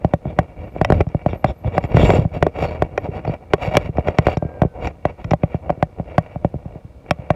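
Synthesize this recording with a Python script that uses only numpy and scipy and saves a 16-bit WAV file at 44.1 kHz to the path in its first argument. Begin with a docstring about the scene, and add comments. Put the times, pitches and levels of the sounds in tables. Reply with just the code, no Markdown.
"""Walking with rod and camera

Someone walks a dirt path with a fishing rod, a small camera held against the body. Each stride jolts
it: cloth grabs, holds and lets go as it scrapes the case, and gear and fingers knock on it, so close
to the microphone inside that the input overloads. Behind this lie quiet open air, a faint insect
in the grass and a thin whistle far off."""
import sys
import numpy as np
from scipy import signal
from scipy.fft import rfft, irfft
from scipy.io import wavfile
from scipy.ndimage import uniform_filter1d

SR = 44100
rng = np.random.default_rng(int(sys.argv[2]) if len(sys.argv) > 2 else 0)


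def pcm_store(signal):
    """Save signal as 16-bit PCM."""
    levels = np.round(np.clip(np.atleast_2d(signal), -1, 1) * 32767)
    wavfile.write(sys.argv[1], SR, levels.astype(np.int16).T)


N = 324135


def amp(db):
    """Decibels to gain."""
    return 10 ** (np.asarray(db) / 20)


def unit_rms(x):
    """Scales to rms 1."""
    return x / np.sqrt(np.mean(x ** 2) + 1e-20)


def curve_db(points, hz):
    """Reads a spectrum on a log-frequency axis."""
    point_hz, db = np.transpose(points)
    return np.interp(np.log(hz + 1), np.log(point_hz), db)


def add(mix, start_s, sound):
    """Adds a sound to the mix in place."""
    part = mix[max(round(start_s * SR), 0):][:len(sound)]
    part += sound[:len(part)]


def below(hz, corner_hz, order=4):
    """Gain of a smooth low-pass; swapping the two frequencies makes it a high-pass."""
    return 1 / np.sqrt(1 + (hz / corner_hz) ** (2 * order))


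def minimum_phase(gain):
    """Spectrum with this gain curve that starts sharply and rings after."""
    cepstrum = irfft(np.log(gain + 1e-9))
    half = len(cepstrum) // 2
    cepstrum[1:half] *= 2
    cepstrum[half + 1:] = 0
    return np.exp(rfft(cepstrum))


def flutter(size=1000):
    """Random wandering of rms 1, smoothed over size samples."""
    return unit_rms(signal.oaconvolve(rng.standard_normal(N), np.hanning(size), "same"))


def swell(middle_s, length_s):
    """A bell-shaped rise and fall."""
    return np.exp(-(2 * (np.arange(N) / SR - middle_s) / length_s) ** 2)


# The air all around the path, with microphone hiss. Each row: frequency in Hz, relative level in dB.
AIR_SPECTRUM = [(20, -5), (60, 4), (200, -6), (600, -11), (1200, -15), (2300, -29), (3500, -28),
                (6000, -33.5), (10000, -37.5), (15000, -42)]


def air(level_db=-54):
    """Steady quiet wash of the open valley."""
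    hz = np.fft.rfftfreq(N, 1 / SR)
    wash = irfft(rfft(rng.standard_normal(N)) * amp(curve_db(AIR_SPECTRUM, hz)), N)
    return amp(level_db) * unit_rms(wash)


# Modes of the case around the microphone. Each row: frequency in Hz, width in Hz, level in dB.
CASE_MODES = [(82, 39.7, -5.5), (121.3, 36, -3), (161.3, 29.4, -0.5), (307, 163, -10.5), (604, 62.8, -1.5),
              (736, 87, -2.5), (1110, 40, -15.5), (1911, 47, -16), (2289, 108, -10), (2723, 110, -18),
              (3250, 80, -15.5), (4460, 250, -33), (5500, 160, -19.5), (7100, 1400, -33),
              (12200, 1500, -42.5)]


def case_gain(hz, mode_db=0, detune=1, bass_cut_hz=45):
    """A scrape or knock reaches the microphone through the case modes; mode_db favours some."""
    mode_hz, width_hz, db = np.transpose(CASE_MODES)[:, :, None]
    off_resonance = (hz ** 2 - (mode_hz * detune) ** 2) / (hz * width_hz)
    power = amp(db + mode_db) ** 2 / (1 + off_resonance ** 2)
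    return np.sqrt(power.sum(0)) * below(bass_cut_hz, hz, order=2)


def slips(per_s=4500, uneven_db=3, clump_db=2.0):
    """Tiny stick-slip snaps of uneven size that come in clumps."""
    sizes = rng.standard_normal(N) * amp(uneven_db * np.minimum(rng.exponential(1, N), 4))
    snaps = rng.random(N) < per_s / SR
    return snaps * sizes * amp(clump_db * flutter(size=400))


# Strokes of cloth right on the camera. Each row: time of full contact in seconds, hold in seconds,
# pressure in dB, then rumble and grit as offsets from it in dB.
CLOTH_STROKES = [(.01, 0.14, -41, 4.5, -15.5), (.26, .07, -36, 7, -16), (.39, 0.051, -38, 11, -12.5),
                 (.49, .03, -42, 5, -13.5), (.59, 0.091, -40.5, 9.5, -11), (.76, 0.18, -40.5, 14.5, -10),
                 (.93, .08, -30.5, 16, -11.5), (1.099, 0.13, -44, 2, -10.5),
                 (1.283, 0.07, -34.5, 10, -10.5), (1.466, 0.039, -28.5, 7, -16),
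                 (1.662, 0.024, -31.5, 9, -13.5), (1.742, 0.043, -25, -1, -16.5),
                 (1.83, 0.029, -30, 7, -12.5), (1.91, 0.03, -29, 4, -13.5), (1.971, .1, -21.5, 9.5, -9.5),
                 (2.099, 0.072, -17.5, 3, -15), (2.199, 0.031, -32, 15, -8.5),
                 (2.348, 0.022, -29.5, 6.5, -10.5), (2.42, 0.068, -40, 15.5, -10.5),
                 (2.593, 0.064, -20.5, -1, -13), (2.69, 0.068, -28.5, 3, -14),
                 (2.8, 0.061, -34.5, 8.5, -15.5), (2.92, 0.1, -38.5, 7, -15), (3.045, 0.022, -26, 3, -15.5),
                 (3.146, 0.046, -28.5, 5, -13.5), (3.273, 0.069, -30, 4, -14),
                 (3.43, 0.018, -42.5, 3.5, -19), (3.52, 0.038, -37, 3, -14), (3.628, 0.04, -22.5, -2, -11),
                 (3.716, 0.051, -26, -1, -11), (3.801, 0.07, -32.5, 6.5, -8.5),
                 (3.985, 0.013, -30.5, 8, -14), (4.074, 0.026, -26.5, 6.5, -13),
                 (4.151, 0.18, -32, -2.5, -13.5), (4.268, 0.07, -30.5, 5, -6.5),
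                 (4.44, .22, -36, -2.5, -24), (4.77, 0.036, -30, -2.5, -26),
                 (4.842, 0.032, -24.5, 4, -11.5), (5.071, 0.03, -33.5, 2.5, -13),
                 (5.205, 0.012, -39, 5, -8), (5.28, 0.053, -42.5, 13.5, -11),
                 (5.41, 0.074, -47.5, 9, -11.5), (5.521, 0.034, -35.5, 1, -10.5),
                 (5.638, 0.1, -37, 3, -19.5), (5.8, 0.035, -44, 7, -13), (5.99, .02, -37.5, 6.5, -22),
                 (6.08, .12, -37, 2.5, -13), (6.23, .12, -43, 2, -9.5), (6.42, .05, -46.5, 10, -15),
                 (6.54, 0.087, -51, 6.5, -13), (6.66, 0.13, -44, 3.5, -19), (7.092, 0.029, -41.5, 12, -9),
                 (7.19, 0.079, -42.5, 2.5, -13), (7.31, .04, -36.5, 4, -14.5)]


def cloth_contact(grab_db_per_s=376.5, let_go_db_per_s=528):
    """Pressure, rumble and grit in dB over time: every stroke grabs, holds and lets go by one rule."""
    def powers(db, rumble_db, grit_db):
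        return amp([[db], [db + rumble_db], [db + grit_db]]) ** 2

    t = np.arange(N) / SR
    power = powers(db=-53, rumble_db=10.4, grit_db=-13) * np.ones(N)  # the cloth never quite leaves
    for start, hold, db, rumble_db, grit_db in CLOTH_STROKES:
        near = slice(*np.searchsorted(t, [start - .5, start + hold + .5]))
        grab_db = grab_db_per_s * (t[near] - start)
        let_go_db = let_go_db_per_s * (start + hold - t[near])
        shape_db = np.minimum(0, np.minimum(grab_db, let_go_db))
        power[:, near] += powers(db, rumble_db, grit_db) * amp(shape_db) ** 2
    return 10 * np.log10(power)


# The force of cloth dragging on the case. Each row: frequency in Hz, relative level in dB.
FRICTION_SPECTRUM = [(25, 0), (45, 22.5), (80, 16), (150, 3), (300, 7), (600, 11.5), (1100, 3.5),
                     (2200, -0.5), (2800, -3), (3400, -18.5), (4600, -18), (5600, -33), (9000, -40.5),
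                     (15000, -37)]
# Sharp peaks and gaps heard from inside when scraping spreads over the shell.
# Each row: frequency in Hz, width in Hz, boost or cut in dB.
SHELL_COLOUR = [(486, 86, 9), (956, 57, 7.5), (1275, 190, 1), (1457, 100, 4.5), (1550, 130, -5.5),
                (2860, 200, 4), (3110, 170, -11), (4230, 320, -17.5), (4620, 130, 6), (4940, 670, -11),
                (5650, 200, -2.5), (6020, 290, -6), (7140, 1200, 3.5), (8500, 690, -4), (11400, 1500, 4.5)]


def scraping(rumble_hz=300, grit_hz=1400, fizz_hz=4000, firm_db=-42, fizz_growth=1.46, catch_db=1.6):
    """Slips of cloth pass through the case modes; firmer scraping brings out the top."""
    hz = np.fft.rfftfreq(N, 1 / SR) + 1
    pressure_db, rumble_db, grit_db = cloth_contact()
    fizz_db = firm_db + fizz_growth * (grit_db - firm_db)
    shell_db = sum(db * np.exp(-2 * ((hz - centre) / width) ** 2) for centre, width, db in SHELL_COLOUR)
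    colour = case_gain(hz) * amp(curve_db(FRICTION_SPECTRUM, hz) + shell_db)
    scrape = rfft(slips()) * minimum_phase(colour)
    bands = [(below(hz, rumble_hz), rumble_db - 2),
             (below(rumble_hz, hz) * below(hz, grit_hz), pressure_db - 3.3),
             (below(grit_hz, hz) * below(hz, fizz_hz), grit_db),
             (below(fizz_hz, hz, order=8), fizz_db - 14)]
    # each band catches and lets go a little on its own
    return sum(amp(db + catch_db * flutter()) * unit_rms(irfft(scrape * band, N)) for band, db in bands)


# Gear and fingers striking the case, right at the microphone. Each row: start in seconds, force in dB,
# contact corner in Hz (soft is low), extra thump in dB, extra hollow ring in dB.
CASE_KNOCKS = [(0.0446, 49, 316, -6, -1), (0.1347, 47, 550, -6, -5), (0.253, 42.5, 230.0, -8, -2),
               (0.2672, 7, 1940.0, 27.5, 12), (0.3869, 45, 990, -3, -0.5), (0.7609, 27, 685, -2.0, 6.5),
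               (0.8117, 43.5, 640, -4, 3.5), (0.8467, 40.5, 2400, -35, -42), (0.8998, 44.5, 590, -3.5, 9.5),
               (0.92, 46, 604, -2, 1.5), (1.004, 31, 1560, 4, 15.5), (1.066, 21, 730.0, 16.5, -10),
               (1.1452, 46, 254, -4, -2), (1.2599, 46, 510, -5, -7.5), (1.3302, 24, 1510, 4.5, 6),
               (1.4424, 44.5, 940, -3.5, -8), (1.644, 23, 900.0, 9.5, -6), (1.6521, 8, 1520, 27, 10),
               (1.778, 44, 780, -7.5, -3.5), (1.8387, 24, 2430, 11, 4.5), (1.9424, 29, 970, 19, 9),
               (1.9678, 37.5, 2110, 5, 8), (2.03, 41.5, 388, 1.5, 11), (2.091, 32.5, 1280.0, 5.5, 18.5),
               (2.1019, 42.5, 1550, 0.5, -10), (2.134, 37.5, 700, -1, 10.5), (2.1839, 36, 310, 9.5, 4),
               (2.249, 39.5, 298, 5, -16), (2.3609, 23.5, 600, 1, 8), (2.4244, 43.5, 1170, -4, 8.5),
               (2.4642, 42, 605, -13, 11), (2.6238, 26, 1470.0, 6.5, 11), (2.82, 40, 1090, -4, 9),
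               (2.976, 36, 1900, -45, 13), (3.0838, 18, 260.0, 14, 28), (3.2477, 19, 1810, 2, 2),
               (3.275, 24, 1490, 10, 9), (3.2929, 36.5, 300.0, 0.5, 4), (3.534, 42, 2550, -6, 15.5),
               (3.6726, 9, 600.0, 31.5, -13), (3.7517, 33.5, 3260, 1, -3), (3.769, 43, 6500, -5, 8),
               (3.8887, 27, 260.0, 8.5, 15), (3.9817, 42, 530, -5, 1.5), (4.083, 33, 1760, -7, 13.5),
               (4.185, 38.5, 3640, 7, 7), (4.2665, 41.5, 1250, -3.5, 7.5), (4.283, 39, 850.0, -9, -2),
               (4.3687, 27.5, 1430, 10.5, 7.5), (4.4225, 48, 240.0, -14, -3), (4.448, 32.5, 220.0, 3, 9.5),
               (4.6164, 46, 597, -1.5, -4), (4.632, 45.5, 340.0, -20.5, 1), (4.6476, 34, 322, 5.5, 12.5),
               (5.0513, 42.5, 890, -7.5, 0.0), (5.2427, 16.5, 3630.0, 17.5, -20), (5.313, 28, 3080, 13, 9),
               (5.3328, 48.5, 555, -8.5, -12), (5.4332, 40, 637, 2.5, -1), (5.5429, 27, 910, 11, 8),
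               (5.6936, 43.5, 530, -13.5, -41), (5.7001, 45.5, 553, -15, -6), (5.773, 14, 500, 8.5, 10),
               (5.8248, 42, 1180, -1.5, -3.5), (5.996, 36, 393, -0.5, -5), (6.1794, 43.5, 1180, 0, -3.5),
               (6.357, 31, 515, 2.5, -14), (6.4452, 48.5, 370, -7.5, -4), (6.5393, 34, 290.0, -2.5, 5.5),
               (6.5526, 39.5, 111, 0, 0), (6.654, 21.5, 390.0, 9, -2), (6.7538, 12.5, 750.0, 11, 10.5),
               (6.8417, 8, 177, 17.5, -3), (7.1082, 42, 3770.0, -4, -19), (7.186, 4, 1720, 26.5, -30),
               (7.3024, 43, 1010, -2, -5.5)]


def knocks(thump_hz=260, hollow_hz=410, hollow_width_hz=80, place_hz=900, padding_hz=1900, size=4096):
    """Each blow rings the case; the treble arrives first and the bass last, so it falls like a 'tock'."""
    hz = np.fft.rfftfreq(size, 1 / SR) + 1
    lag_at_100_hz_s = 0.00645  # bending waves are slower the lower they are
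    bending = np.exp(-4j * np.pi * lag_at_100_hz_s * np.sqrt(100 * hz))
    thump = below(hz, thump_hz, order=2) ** 2
    hollow = below(hz - hollow_hz, hollow_width_hz, order=1) ** 2
    # the place of the blow decides which of the upper modes speak
    upper_modes = below(place_hz, np.transpose(CASE_MODES)[0])
    places_db = rng.uniform(-6, 5, (len(CASE_KNOCKS), len(CASE_MODES))) * upper_modes
    # the grip changes from blow to blow and detunes each mode a little
    grips = rng.uniform(.95, 1.05, (len(CASE_KNOCKS), len(CASE_MODES), 1))
    out = np.zeros(N)
    for (start, db, contact_hz, thump_db, hollow_db), place_db, grip in zip(CASE_KNOCKS, places_db, grips):
        force = amp(db + thump_db * thump + hollow_db * hollow)
        force *= below(hz, contact_hz, order=1) ** 2  # a softer contact leaves the high modes still
        force *= below(hz, contact_hz + padding_hz, order=2)  # skin and cloth round off the very start
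        ring = minimum_phase(case_gain(hz, place_db[:, None], grip) * force)
        add(out, start, irfft(ring * bending)[:size // 2])
    return out


# Close rasps from the shell. Each row: middle in seconds, length in seconds, pitch in Hz, level in dB.
SHELL_RASPS = [(.29, 0.055, 3420, -60), (1.31, 0.037, 3450, -48.5), (1.31, .045, 5470, -62),
               (1.486, 0.055, 3460, -48), (1.49, .05, 5460, -62), (1.49, .05, 7140, -67),
               (1.672, 0.027, 3500, -53), (1.753, 0.027, 3500, -45), (1.753, 0.024, 7140, -66),
               (1.844, 0.028, 7140, -60), (2.023, 0.064, 3430, -32.5), (2.09, 0.16, 7300, -47),
               (2.675, 0.1, 4470, -54.5), (3.17, 0.067, 4500, -66), (3.282, 0.026, 4580, -52),
               (4.32, 0.084, 4570, -54), (4.86, 0.062, 7030, -63)]


def rasps(width_hz=190):
    """A firm drag sets one narrow shell mode singing, driven by slips while it lasts."""
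    hz = np.fft.rfftfreq(N, 1 / SR)
    drive = rfft(slips())
    out = np.zeros(N)
    for middle, length, mode_hz, db in SHELL_RASPS:
        singing = irfft(drive * below(hz - mode_hz, width_hz, order=2), N)
        out += amp(db) * swell(middle, length) * unit_rms(singing)
    return out


# An insect, faint in the grass. Each row: middle in seconds, length in seconds, level in dB.
INSECT_BUZZES = [(.71, .14, -73), (1.383, .09, -66), (1.6, .09, -70), (1.876, .12, -72), (3.02, .12, -78),
                 (5.25, .08, -77), (5.494, .1, -83)]


def insect(pitch_hz=12450, width_hz=280):
    """Short flickering swells of a narrow, very high buzz."""
    hz = np.fft.rfftfreq(N, 1 / SR)
    buzz = irfft(rfft(rng.standard_normal(N)) * below(hz - pitch_hz, width_hz, order=2), N)
    flicker = amp(3 * flutter() - 1.5)
    swells = sum(amp(db) * swell(middle, length) for middle, length, db in INSECT_BUZZES)
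    return unit_rms(buzz) * flicker * swells


# Tackle tapping the case, right at the microphone.
# Each row: start in seconds, gain in dB, extra gain for the ping in dB.
TACKLE_TICKS = [(0.8476, -13, -1), (1.0085, -14, -14.5), (1.089, -42, 1), (2.9772, -13, -11),
                (3.2511, -25, -14), (3.769, -0.5, -17), (3.971, -24, -15), (4.0835, -15, -13),
                (4.372, -29.5, 5), (4.4235, -54, -12), (4.872, -18, -6), (5.2453, -25.5, -7),
                (5.309, -17.5, -1.5), (5.3204, -41, 6), (5.4337, -20, -27), (7.1093, -10.5, -2)]
# The low clack and high ping in a tick. Each row: frequency in Hz, seconds to fall 60 dB, level in dB.
CLACK_MODES = [(744, 0.017, 9), (1300, 0.017, -0.5), (1990, 0.016, -1), (2350, 0.012, 2)]
PING_MODES = [(3740, 0.013, -7.5), (5340, 0.0081, -1), (5620, 0.013, -8), (6850, 0.0072, -9.5)]


def ticks(rise_s=0.00086, detune=0.041, size=1500):
    """Small hard contacts: a short plastic clack with a ping on top."""
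    def ring(modes, shift):
        return sum(amp(db - 60 * t / t60) * np.sin(2 * np.pi * hz * shift * t) for hz, t60, db in modes)

    t = np.arange(size) / SR
    attack = 1 - np.exp(-t / rise_s)
    shifts = 1 + detune * rng.uniform(-1, 1, len(TACKLE_TICKS))
    out = np.zeros(N)
    for (start, db, ping_db), shift in zip(TACKLE_TICKS, shifts):
        tick = ring(CLACK_MODES, shift) + amp(ping_db) * ring(PING_MODES, shift)
        add(out, start, amp(db) * tick * attack)
    return out


# One whistle, far from the path. Each row: time in seconds, pitch in Hz, level in dB.
WHISTLE_CONTOUR = [(4.33, 1630, -70), (4.42, 1580, -57), (4.549, 1604, -54.5), (4.679, 1530, -63),
                   (4.8, 1530, -64), (4.86, 1500, -75)]


def whistle(waver=0.005):
    """A thin distant tone that wavers and sinks slowly."""
    times, hz, db = np.transpose(WHISTLE_CONTOUR)
    t = np.arange(N) / SR
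    wobble = unit_rms(uniform_filter1d(rng.standard_normal(N), size=400))
    pitch_hz = np.interp(t, times, hz) * (1 + waver * wobble)
    level = np.interp(t, times, amp(db), left=0, right=0)
    return np.sqrt(2) * level * np.sin(2 * np.pi * np.cumsum(pitch_hz) / SR)


def scene():
    """Close handling over the quiet outdoors, at one microphone; nothing reflects."""
    handling = knocks() + ticks() + scraping() + rasps()
    return (handling + air() + whistle() + insect())[None]


def record(dry, overload=.71, band_edge_hz=15600):
    """The camera's input clips hard knocks flat, then cuts off the highest treble."""
    clipped = np.clip(dry, -overload, overload)
    low_pass = signal.firwin(255, band_edge_hz, window=("kaiser", 8), fs=SR)
    return signal.oaconvolve(clipped, low_pass[None], "same")


dry = scene()
out = record(dry)
pcm_store(out)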